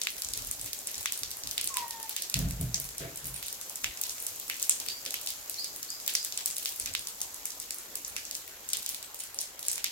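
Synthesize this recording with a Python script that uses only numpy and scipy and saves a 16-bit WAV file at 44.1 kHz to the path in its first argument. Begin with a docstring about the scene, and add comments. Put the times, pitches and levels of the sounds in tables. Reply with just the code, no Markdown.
"""Drops tick sharply on wet stone under deep tiled eaves, each one echoing around the yard.
Behind them, rain on a forest: a smooth far wash and a grainy patter on nearby roofs and leaves.
In the hall a hinge slips and squeaks, and a wooden door judders shut, shaking panel and floor.
The timber floor also rumbles by itself, and midway a small bird gives four rising chirps."""
import sys
import numpy as np
from scipy import signal
from scipy.fft import rfft, irfft, next_fast_len
from scipy.io import wavfile
from scipy.ndimage import uniform_filter1d

SR = 44100
rng = np.random.default_rng(int(sys.argv[2]) if len(sys.argv) > 2 else 0)


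def file_out(sig):
    """Save sig as 16-bit WAV at sys.argv[1]."""
    # one column per channel
    cols = np.atleast_2d(sig).T
    # limit, then scale
    lim = np.clip(cols, -1, 1)
    pcm = np.round(lim * 32767).astype(np.int16)
    wavfile.write(sys.argv[1], SR, pcm)


N = 437031
MS = SR / 1000  # samples per millisecond


def eave_drops():
    """Drops fall from the tiles and tick on wet stone; the near wall answers first, then the yard."""
    # Each row: start in seconds, level in dB, tick pitch in Hz, relative width, low slap in dB.
    clear_drops = [(.0163,-20,5860,0.75,-34),(.0356,-25,6600,0.2,-21),(.0708,-18.5,4140,0.47,0),(.2206,-23,7300,0.45,-15),
                   (.2473,-24,6600,0.27,-27),(.2875,-27.5,7700,.23,-27),(.3361,-22,6600,0.41,-14),(.375,-25,7550,0.72,-9),
                   (.422,-31,8500,0.69,-28),(.472,-27,9900,0.69,-25),(.5127,-21,8900,0.29,-30),(.6134,-27,9300,0.32,-29),(.6602,-28.5,7100,.95,-4),
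                   (.7316,-23,8600,.63,-13),(.7898,-30,8800,0.35,-24),(.8721,-22.5,6960,0.71,-5),(.944,-28,6200,0.44,-10),(.9548,-31,6900,0.45,-22),(.9804,-27,8000,0.53,-22),(1.0582,-17.5,3700,0.59,-4),(1.1224,-20,8040,0.51,-28),
                   (1.176,-27.5,9700,0.32,-22),(1.2335,-22.5,5800,0.35,-15),(1.3143,-27.5,6600,0.48,-23),(1.436,-28,6350,0.27,-19),
                   (1.4727,-25.5,7100,0.53,-21),(1.512,-23,9600,.69,-34),(1.5794,-18,4240,0.57,-4.5),(1.6128,-21.5,6400,0.82,-23),
                   (1.6432,-22.5,11400,.35,-34),(1.6745,-19.5,7300,0.24,-26),(1.742,-25.5,7500,0.25,-7),(1.7701,-18,6660,1,-6),
                   (1.8814,-31,11600,0.22,-31),(1.9083,-25.5,6600,0.65,-17),(2.029,-28,9800,0.6,-24),(2.0943,-24,8800,0.79,-21),(2.1646,-20.5,5640,0.8,-9),(2.2217,-22.5,6500,0.32,-23),
                   (2.2988,-24,10600,0.49,-25),(2.3417,-15,4900,0.76,-5),(2.3906,-22,10200,0.8,-28),(2.509,-29,7200,0.46,-4),(2.6117,-24.5,10700,0.33,-33),
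                   (2.7437,-16,6530,0.2,-23),(2.8003,-23.5,10900,0.31,-42),(2.9812,-28,6800,0.37,-26),(3.2438,-31,9400,.48,-21),
                   (3.2693,-27,10900,0.27,-33),(3.2809,-35,11600,.26,-39),(3.4272,-28.5,5240,0.73,-24),(3.483,-28,6230,0.35,-26),(3.5276,-26.5,10200,0.57,-23),
                   (3.6967,-28.5,9700,0.39,-30),(3.7576,-25.5,8500,0.35,-26),(3.8435,-17,4330,0.85,4),(3.9734,-31,8000,0.36,-5),(4.0144,-19.5,11200,0.57,-26),
                   (4.0368,-22,6300,0.52,-35),(4.095,-25,6560,0.28,-22),(4.2249,-28,11600,.24,-38),(4.2667,-21,9200,0.4,-27),
                   (4.3988,-26.5,9300,1,-17),(4.4988,-21,4900,0.63,8.5),(4.5977,-29,7300,0.67,-30),(4.6197,-29,9400,.57,-26),(4.627,-17.5,8200,0.39,-19),
                   (4.6948,-8,7950,0.19,-48),(4.801,-24.5,7050,0.83,-14),(4.8628,-29,6450,1,-7),(4.8858,-22.5,5900,0.62,-21),
                   (5.052,-29.5,7700,0.44,-15),(5.0619,-25,3900,.9,-26),(5.1074,-25.5,7200,0.4,-31),(5.1421,-20.5,4770,0.79,-19),(5.2623,-27,8850,0.49,-22),
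                   (5.2729,-22.5,5440,0.41,-24),(5.2896,-29,7050,.43,-24),(5.3044,-25,9100,.68,-24),(5.497,-23,10500,0.47,-22),
                   (5.5432,-30.5,6000,0.28,-15),(5.6444,-24.5,6400,0.4,-14.5),(5.8295,-26,7950,0.46,-16),(5.9033,-26.5,7150,0.26,-25),
                   (6.0637,-26,10100,.62,-20),(6.0782,-15.5,5800,1,-9),(6.1013,-28,7700,0.51,-22),(6.138,-27,10300,0.31,-36),(6.1522,-13,6100,0.33,-13),
                   (6.248,-21,8900,.67,-11),(6.3235,-26.5,5960,0.4,-26),(6.3755,-20.5,5900,0.63,-25),(6.4592,-15.5,9500,0.48,-14),
                   (6.5103,-27,7200,0.2,-30),(6.5667,-25,7900,0.6,-18),(6.5826,-23.5,9700,0.66,-28),(6.6501,-27,8300,0.44,-32),
                   (6.6579,-20.5,5800,.69,-24),(6.6917,-25.5,10600,0.46,-31),(6.7988,-21,7840,.36,-13),(6.8595,-22.5,5370,0.48,-3),
                   (6.9379,-28,5300,0.46,-14),(6.9508,-17.5,4200,0.39,-8),(6.9935,-28.5,8900,0.3,-27),(7.0716,-25,7900,0.56,-22),(7.0848,-31,10500,.32,-30),(7.2156,-20,7950,0.3,-21),
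                   (7.4553,-21.5,8700,0.26,-17),(7.6003,-27,7340,0.39,-13),(7.7073,-23,7300,.37,-9),(7.785,-31,9300,0.32,-14),(7.9552,-22.5,9600,.32,-16),
                   (8.0485,-27,7040,0.21,-18),(8.0804,-29.5,10600,0.23,-35),(8.165,-23,5500,0.42,2),(8.3112,-25,7160,0.45,-22),(8.3515,-24,9600,0.55,-20),
                   (8.6898,-24.5,7940,0.27,-27),(8.733,-15,5600,0.67,-21),(8.7702,-24,9900,.41,-28),(8.8625,-22.5,6170,0.63,-19),
                   (8.8914,-22,10900,.47,-33),(8.9459,-27,8100,0.9,-17),(9.237,-30.5,8600,.46,-6),(9.3882,-21,6600,0.28,-31),
                   (9.4072,-29,8400,0.31,-23),(9.4142,-24,7400,0.32,-22),(9.667,-35,9200,.53,-25),(9.6836,-15.5,7600,0.23,-20),(9.7155,-22.5,8900,0.27,-28),
                   (9.731,-25,9900,0.32,-29),(9.7572,-27,7300,0.34,-19),(9.78,-26.5,4330,.82,-2),(9.8431,-16,5100,0.57,-7)]
    starts, db, hz, width, slap_db = np.vstack([clear_drops, small_drops(count=90)]).T[:, :, None]
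    t = np.arange(SR // 50) / SR
    impact = rng.standard_normal((len(starts), len(t))) * amp(-60 * t / .0015)
    impact += 1.8 * np.sign(impact) * (t == 0)  # the first contact is the sharpest

    def colour(f):
        ring = resonance(f, hz, 2.98 * width * hz) ** 2
        slap = amp(slap_db) * resonance(f, 2330, 2200) ** 2
        snap = amp(-13.5) * resonance(f, 10600, 34000)
        low_cut = (1j * f / (1300 + 1j * f)) ** 2  # too small a source for bass
        return low_cut * (ring + slap + snap)

    ticks = filtered(impact, colour)
    ticks *= np.sqrt(MS) / np.linalg.norm(ticks, axis=1, keepdims=True)
    # Nearer, louder drops are a little drier.
    yard_db = 2.5 - .2 * (db + 25) + rng.standard_normal(db.shape)
    near = near_wall(ticks)
    sounds = amp(yard_db)[:, None] * yard_echo(colour, len(starts))
    sounds[..., :len(t)] += near
    length = sounds.shape[-1]
    out = np.zeros((2, N + length))
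    for start, sound in zip(starts[:, 0], amp(db)[:, None] * sounds):
        out[:, round(start * SR) - 6:][:, :length] += sound
    return out[:, :N]


def small_drops(count):
    """Quieter drops at random moments, as rows of start, level, pitch, width and slap."""
    first = np.array([.01, -34, 6500, .56, -34])
    last = np.array([N / SR - .01, -28.5, 12000, -.5, -25])
    return first + (last - first) * rng.random((count, 5))


def near_wall(ticks):
    """Each tick reaches both sides directly, then off wall and eaves within milliseconds."""
    # Each path: delay in seconds, gain in dB.
    left = [(0, -3), (.00085, -1), (.0017, -24), (.0019, -70), (.005, -21)]
    right = [(0, -1.1), (.001, -4.5), (.0019, -10), (.003, -12), (.0053, -13)]
    right_lag = .00005 + .00007 * rng.random((len(ticks), 1))  # each drop lands in its own spot

    def arrivals(f, paths, lag):
        return sum(amp(db) * np.exp(-2j * np.pi * f * (delay + lag)) for delay, db in paths)

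    return np.stack([filtered(ticks, lambda f: arrivals(f, left, 0)),
                     filtered(ticks, lambda f: arrivals(f, right, right_lag))], axis=1)


def yard_echo(tick_colour, count):
    """The yard scatters each tick at once; facing roofs answer near 15 ms, then a clumpy tail dies."""
    # The tone of the yard. Each row: frequency in Hz, gain in dB.
    yard_tone = [(1000, -2.5), (3000, 7.5), (7000, 0.5), (11000, -2.5), (16000, -2.5)]
    t = np.arange(SR // 6) / SR
    late = np.clip(t - .009, 0, None)
    scatter = .75 * np.exp(-t / .015)
    onset = 1 - np.exp(-(late / .0054) ** 2)
    decay = 1.12 * np.exp(-late / .0034) + .5 * np.exp(-late / .055)
    clumps = amp(2.1 * drift((count, 1, len(t)), 50))
    tail = rng.standard_normal((count, 2, len(t))) * clumps * (scatter + onset * decay)
    tail = filtered(tail, lambda f: (amp(along(yard_tone, f)) * (.026 + abs(tick_colour(f))))[:, None])
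    return tail / np.sqrt(np.sum(tail ** 2, (1, 2), keepdims=True) / MS)


def far_drops(count):
    """Countless tiny drops along the eaves: one-cycle ticks of random pitch, size and side."""
    when, pitch, smallness, side = rng.random((count, 4)).T[:, :, None]
    t = np.arange(48) / SR
    hz = 6000 * 2.6 ** pitch
    strength = amp(-30.5) * (smallness + .04) ** -.4
    ticks = strength * np.sin(2 * np.pi * hz * t) * np.exp(-t * hz * 2.8)
    at = (when * (N - 60)).astype(int) + np.arange(48)
    return np.array([np.bincount((at + lag).ravel(), (ticks * gain).ravel(), N)
                     for lag, gain in [(0, .25 + .33 * side), (3, 1 - .17 * side)]])


def rain():
    """A smooth wash from the far trees under a grainy patter on roofs and leaves nearby."""
    # Each row: time in seconds, wash level in dB, patter level in dB.
    levels = [(0, -53, -45), (3.2, -52.5, -48), (4.2, -52.5, -44), (7.5, -53, -46.5), (9.91, -53.5, -51.5)]
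    # The dark wash and the bright patter. Each row: frequency in Hz, gain in dB.
    wash_tone = [(88, -19.5), (150, -7.5), (387, -0.5), (444, -0.5), (584, 0.5), (1370, -2), (2510, -3.5),
                 (3490, -4.5), (4000, -3), (5200, -10), (8800, -120)]
    patter_tone = [(700, -14), (1500, -17), (3000, -7), (5000, 1.5), (7200, 7), (9500, -4.5), (12000, 6),
                   (15900, -1.5), (16200, -50)]
    times, wash_db, patter_db = np.transpose(levels)
    t = np.arange(N) / SR
    wash = textured_noise(lambda f: amp(along(wash_tone, f)), patchy_db=2, grain_db=-1.64)
    patter = textured_noise(lambda f: amp(along(patter_tone, f)), patchy_db=.6, grain_db=2.5)
    return amp(np.interp(t, times, wash_db)) * wash + amp(np.interp(t, times, patter_db)) * patter


def hinge_squeak():
    """The hinge slips once a cycle as the door slows: a falling squeak with a weak octave."""
    # Spells of the squeak and of its octave. 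Each row: start in seconds, hold in seconds, level in dB.
    squeak_spells = [(1.692, 0.025, -42), (1.745, 0.098, -36.5), (1.888, .02, -48), (1.928, 0.061, -44.5),
                     (2.018, .022, -48), (2.07, .04, -61)]
    octave_spells = [(1.76, 0.26, -56.5)]
    start_s, base_hz, sag_hz_per_s = 1.692, 984.6, 260
    t = np.clip(np.arange(N) / SR - start_s, 0, 1)
    jerk_hz = 126.8 / (1 + (t / .062) ** 4)
    hz = base_hz - sag_hz_per_s * t + jerk_hz
    grip = drift(N, 400)  # uneven grip shakes pitch and level
    phase = 2 * np.pi * np.cumsum(hz + 6 * grip) / SR
    fundamental = swells(squeak_spells, attack_s=.019, fall_db_per_s=900) * np.sin(phase)
    octave = swells(octave_spells, attack_s=.02, fall_db_per_s=400) * np.sin(2 * phase)
    squeak = amp(3 * grip) * fundamental + amp(3.4 * grip) * octave
    return reverb(squeak, t60=.25, wet_db=-8) * amp([[-1.5], [2.5]])


def door_bumps(rumble):
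    """The door knocks and judders into its frame, shaking its panel and the floorboards."""
    # Each row: start in seconds, judder in seconds, then panel, floor and knock levels in dB.
    bumps = [(2.341, 0.095, -30, -37.5, -48), (2.585, 0.033, -34, -53, -51), (2.745, .012, -57, -54, -58),
             (2.989, 0.019, -45, -68, -40), (3.225, 0.022, -47, -57, -62)]
    # The panel's low modes. Each row: frequency in Hz, relative level in dB.
    panel_modes = [(85, -7.5), (130, -1), (165, -6), (195, -12.5), (258, -16.5)]
    # The knock's resonances. Each row: frequency in Hz, width in Hz, gain in dB.
    knock_modes = [(306, 110, -5), (516, 200, -7), (668, 32, 0), (1780, 1300, -15)]

    def knock_tone(f):
        return abs(sum((-1) ** k * amp(db) * resonance(f, hz, width)
                       for k, (hz, width, db) in enumerate(knock_modes)))

    starts, judder_s, panel_db, floor_db, knock_db = np.transpose(bumps)
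    panel = unit(sum(amp(db) * juddering_mode(hz, spread=.045) for hz, db in panel_modes))
    panel = panel * amp([[-.7], [.7]]) + amp(-8.5) * rumble
    boards = juddering_mode(hz=53.7, spread=.071)
    knock = textured_noise(knock_tone, patchy_db=2, grain_db=1)
    return (panel * swells(zip(starts, judder_s, panel_db), attack_s=.021, fall_db_per_s=124)
            + boards * swells(zip(starts, judder_s, floor_db), attack_s=.068, fall_db_per_s=83)
            + knock * swells(zip(starts, judder_s, knock_db), attack_s=.025, fall_db_per_s=141))


def juddering_mode(hz, spread):
    """A mode kept ringing by judder: its pitch wanders and its strength throbs."""
    wander, throb = uniform_filter1d(uniform_filter1d(rng.standard_normal((2, N)), 900), 900)
    cycles = np.cumsum(hz * (1 + spread * unit(wander))) / SR + rng.random()
    return unit(amp(3.2 * unit(throb)) * np.sin(2 * np.pi * cycles))


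def joist_rumble():
    """The deep noise of the joists, shared by door and floor."""
    # Each row: frequency in Hz, gain in dB.
    joist_tone = [(12, -40), (20, -27), (43, 10), (59, 3.5), (124, 1.5), (152, -11), (220, -12),
                  (290, -3.5), (480, -120)]
    return textured_noise(lambda f: amp(along(joist_tone, f)), patchy_db=1, grain_db=-3)


def timber_floor(rumble):
    """The floor rumbles faintly throughout, with short swells."""
    # Each row: start in seconds, hold in seconds, level in dB.
    floor_swells = [(.24, 0.26, -54.5), (.57, 0.095, -53.5), (.96, 0.034, -60), (1.205, 0.081, -58.5),
                    (1.43, 0.027, -53), (1.59, .015, -63), (3.82, 0.052, -54), (4.3, .02, -65),
                    (4.79, .015, -64), (6.8, 0.094, -54), (6.97, .015, -62), (8.1, .012, -59)]
    return (amp(-68) + swells(floor_swells, attack_s=.012, fall_db_per_s=245)) * rumble


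def bird():
    """Short, slightly hoarse rising whistles, smeared by the trees."""
    # Each row: start in seconds, level in dB, opening pitch in Hz, closing pitch in Hz.
    chirps = [(4.875, -44.5, 4400, 4800), (5.575, -41, 3900, 5060), (5.88, -45.5, 4200, 5100),
              (6.16, -44, 4200, 5040)]
    out, t = np.zeros(N), np.arange(SR // 8) / SR
    for start, db, from_hz, to_hz in chirps:
        hz = to_hz - (to_hz - from_hz) * np.exp(-t / .018) + 50 * drift(len(t), 150)
        envelope = (1 - np.exp(-t / .003)) * np.clip((.055 - t) / .0045, 0, 1)
        level = amp(db + 2.4 * drift(len(t), 120))
        out[round(start * SR):][:len(t)] += level * envelope * np.sin(2 * np.pi * np.cumsum(hz) / SR)
    return reverb(out, t60=.4, wet_db=7)


def textured_noise(colour, patchy_db, grain_db):
    """Stereo noise of rms 1 with patches of random gain and millisecond grains."""
    # Stereo image. 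Each row: frequency in Hz, left-right correlation.
    likeness = [(30, 0.25), (150, 0.91), (300, 0.83), (600, 0.42), (1200, 0.037), (16000, 0.018)]

    def mid_side(f):
        angle = np.arccos(np.clip(along(likeness, f), -1, 1)) / 2
        return colour(f) * [np.cos(angle), np.sin(angle)]

    spectra = signal.stft(rng.standard_normal((2, N)), nperseg=512)[2]
    patches = uniform_filter1d(rng.standard_normal(spectra.shape[1:]), 6, axis=0)
    patches = unit(uniform_filter1d(patches, 10, axis=1))
    pair = signal.istft(spectra * amp(patchy_db * patches), nperseg=512)[1][:, :N]
    mid, side = filtered(pair * amp(grain_db * drift(N, 60)), mid_side)
    return unit(np.array([mid + side, mid - side]))


def reverb(x, t60, wet_db):
    """Adds a dying noise tail, different on each side."""
    t = np.arange(int(t60 * SR)) / SR
    tail = rng.standard_normal((2, len(t))) * amp(-60 * t / t60)
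    return x + amp(wet_db) * signal.fftconvolve(x[None], tail / np.linalg.norm(tail[0]), axes=1)[:, :N]


def swells(rows, attack_s, fall_db_per_s):
    """Gain that rises, holds and dies away for each row."""
    t = np.arange(0, N / SR, .001)
    gain = np.zeros(len(t))
    for start, hold_s, db in rows:
        rise = np.clip((t - start) / attack_s, 0, 1) ** 2
        falling_s = np.clip(t - start - attack_s - hold_s, 0, None)
        gain += rise * amp(db - fall_db_per_s * falling_s)
    return np.interp(np.arange(N) / SR, t, gain)


def filtered(x, response):
    """Applies a complex frequency response along the last axis."""
    n = x.shape[-1]
    padded = next_fast_len(n + 2048)
    return irfft(rfft(x, padded) * response(np.fft.rfftfreq(padded, 1 / SR)), padded)[..., :n]


def resonance(f, hz, width_hz):
    return 1j * f * width_hz / (hz * hz - f * f + 1j * f * width_hz)


def along(points, hz):
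    """Reads a curve on a log frequency axis."""
    freqs, values = np.transpose(points)
    return np.interp(np.log(hz + 1), np.log(freqs + 1), values)


def drift(shape, samples):
    """Noise of rms 1, smoothed over so many samples."""
    return unit(uniform_filter1d(rng.standard_normal(shape), samples))


def unit(x):
    return x / np.sqrt(np.mean(x ** 2) + 1e-20)


def amp(db):
    return 10 ** (np.asarray(db) / 20)


def scene():
    """Rain and drops outside, door and floor in the hall, a bird in the trees."""
    water = rain() + eave_drops() + far_drops(count=1000)
    squeak = hinge_squeak()
    rumble = joist_rumble()
    return water + squeak + door_bumps(rumble) + timber_floor(rumble) + bird()


def record(dry):
    """The loudest ticks are softly rounded off; the left is brighter and the very top is cut."""
    ceiling, top_hz = .62, 16900
    soft = dry / (1 + np.abs(dry / ceiling) ** 3) ** (1 / 3)
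    tilted = filtered(soft, lambda f: amp([[.9], [-.9]] * np.clip((f - 10000) / 3000, 0, 1)))
    return filtered(tilted, lambda f: amp(-np.clip(f - 15900, 0, None) / 60) * (f < top_hz))


dry = scene()
out = record(dry)
file_out(out)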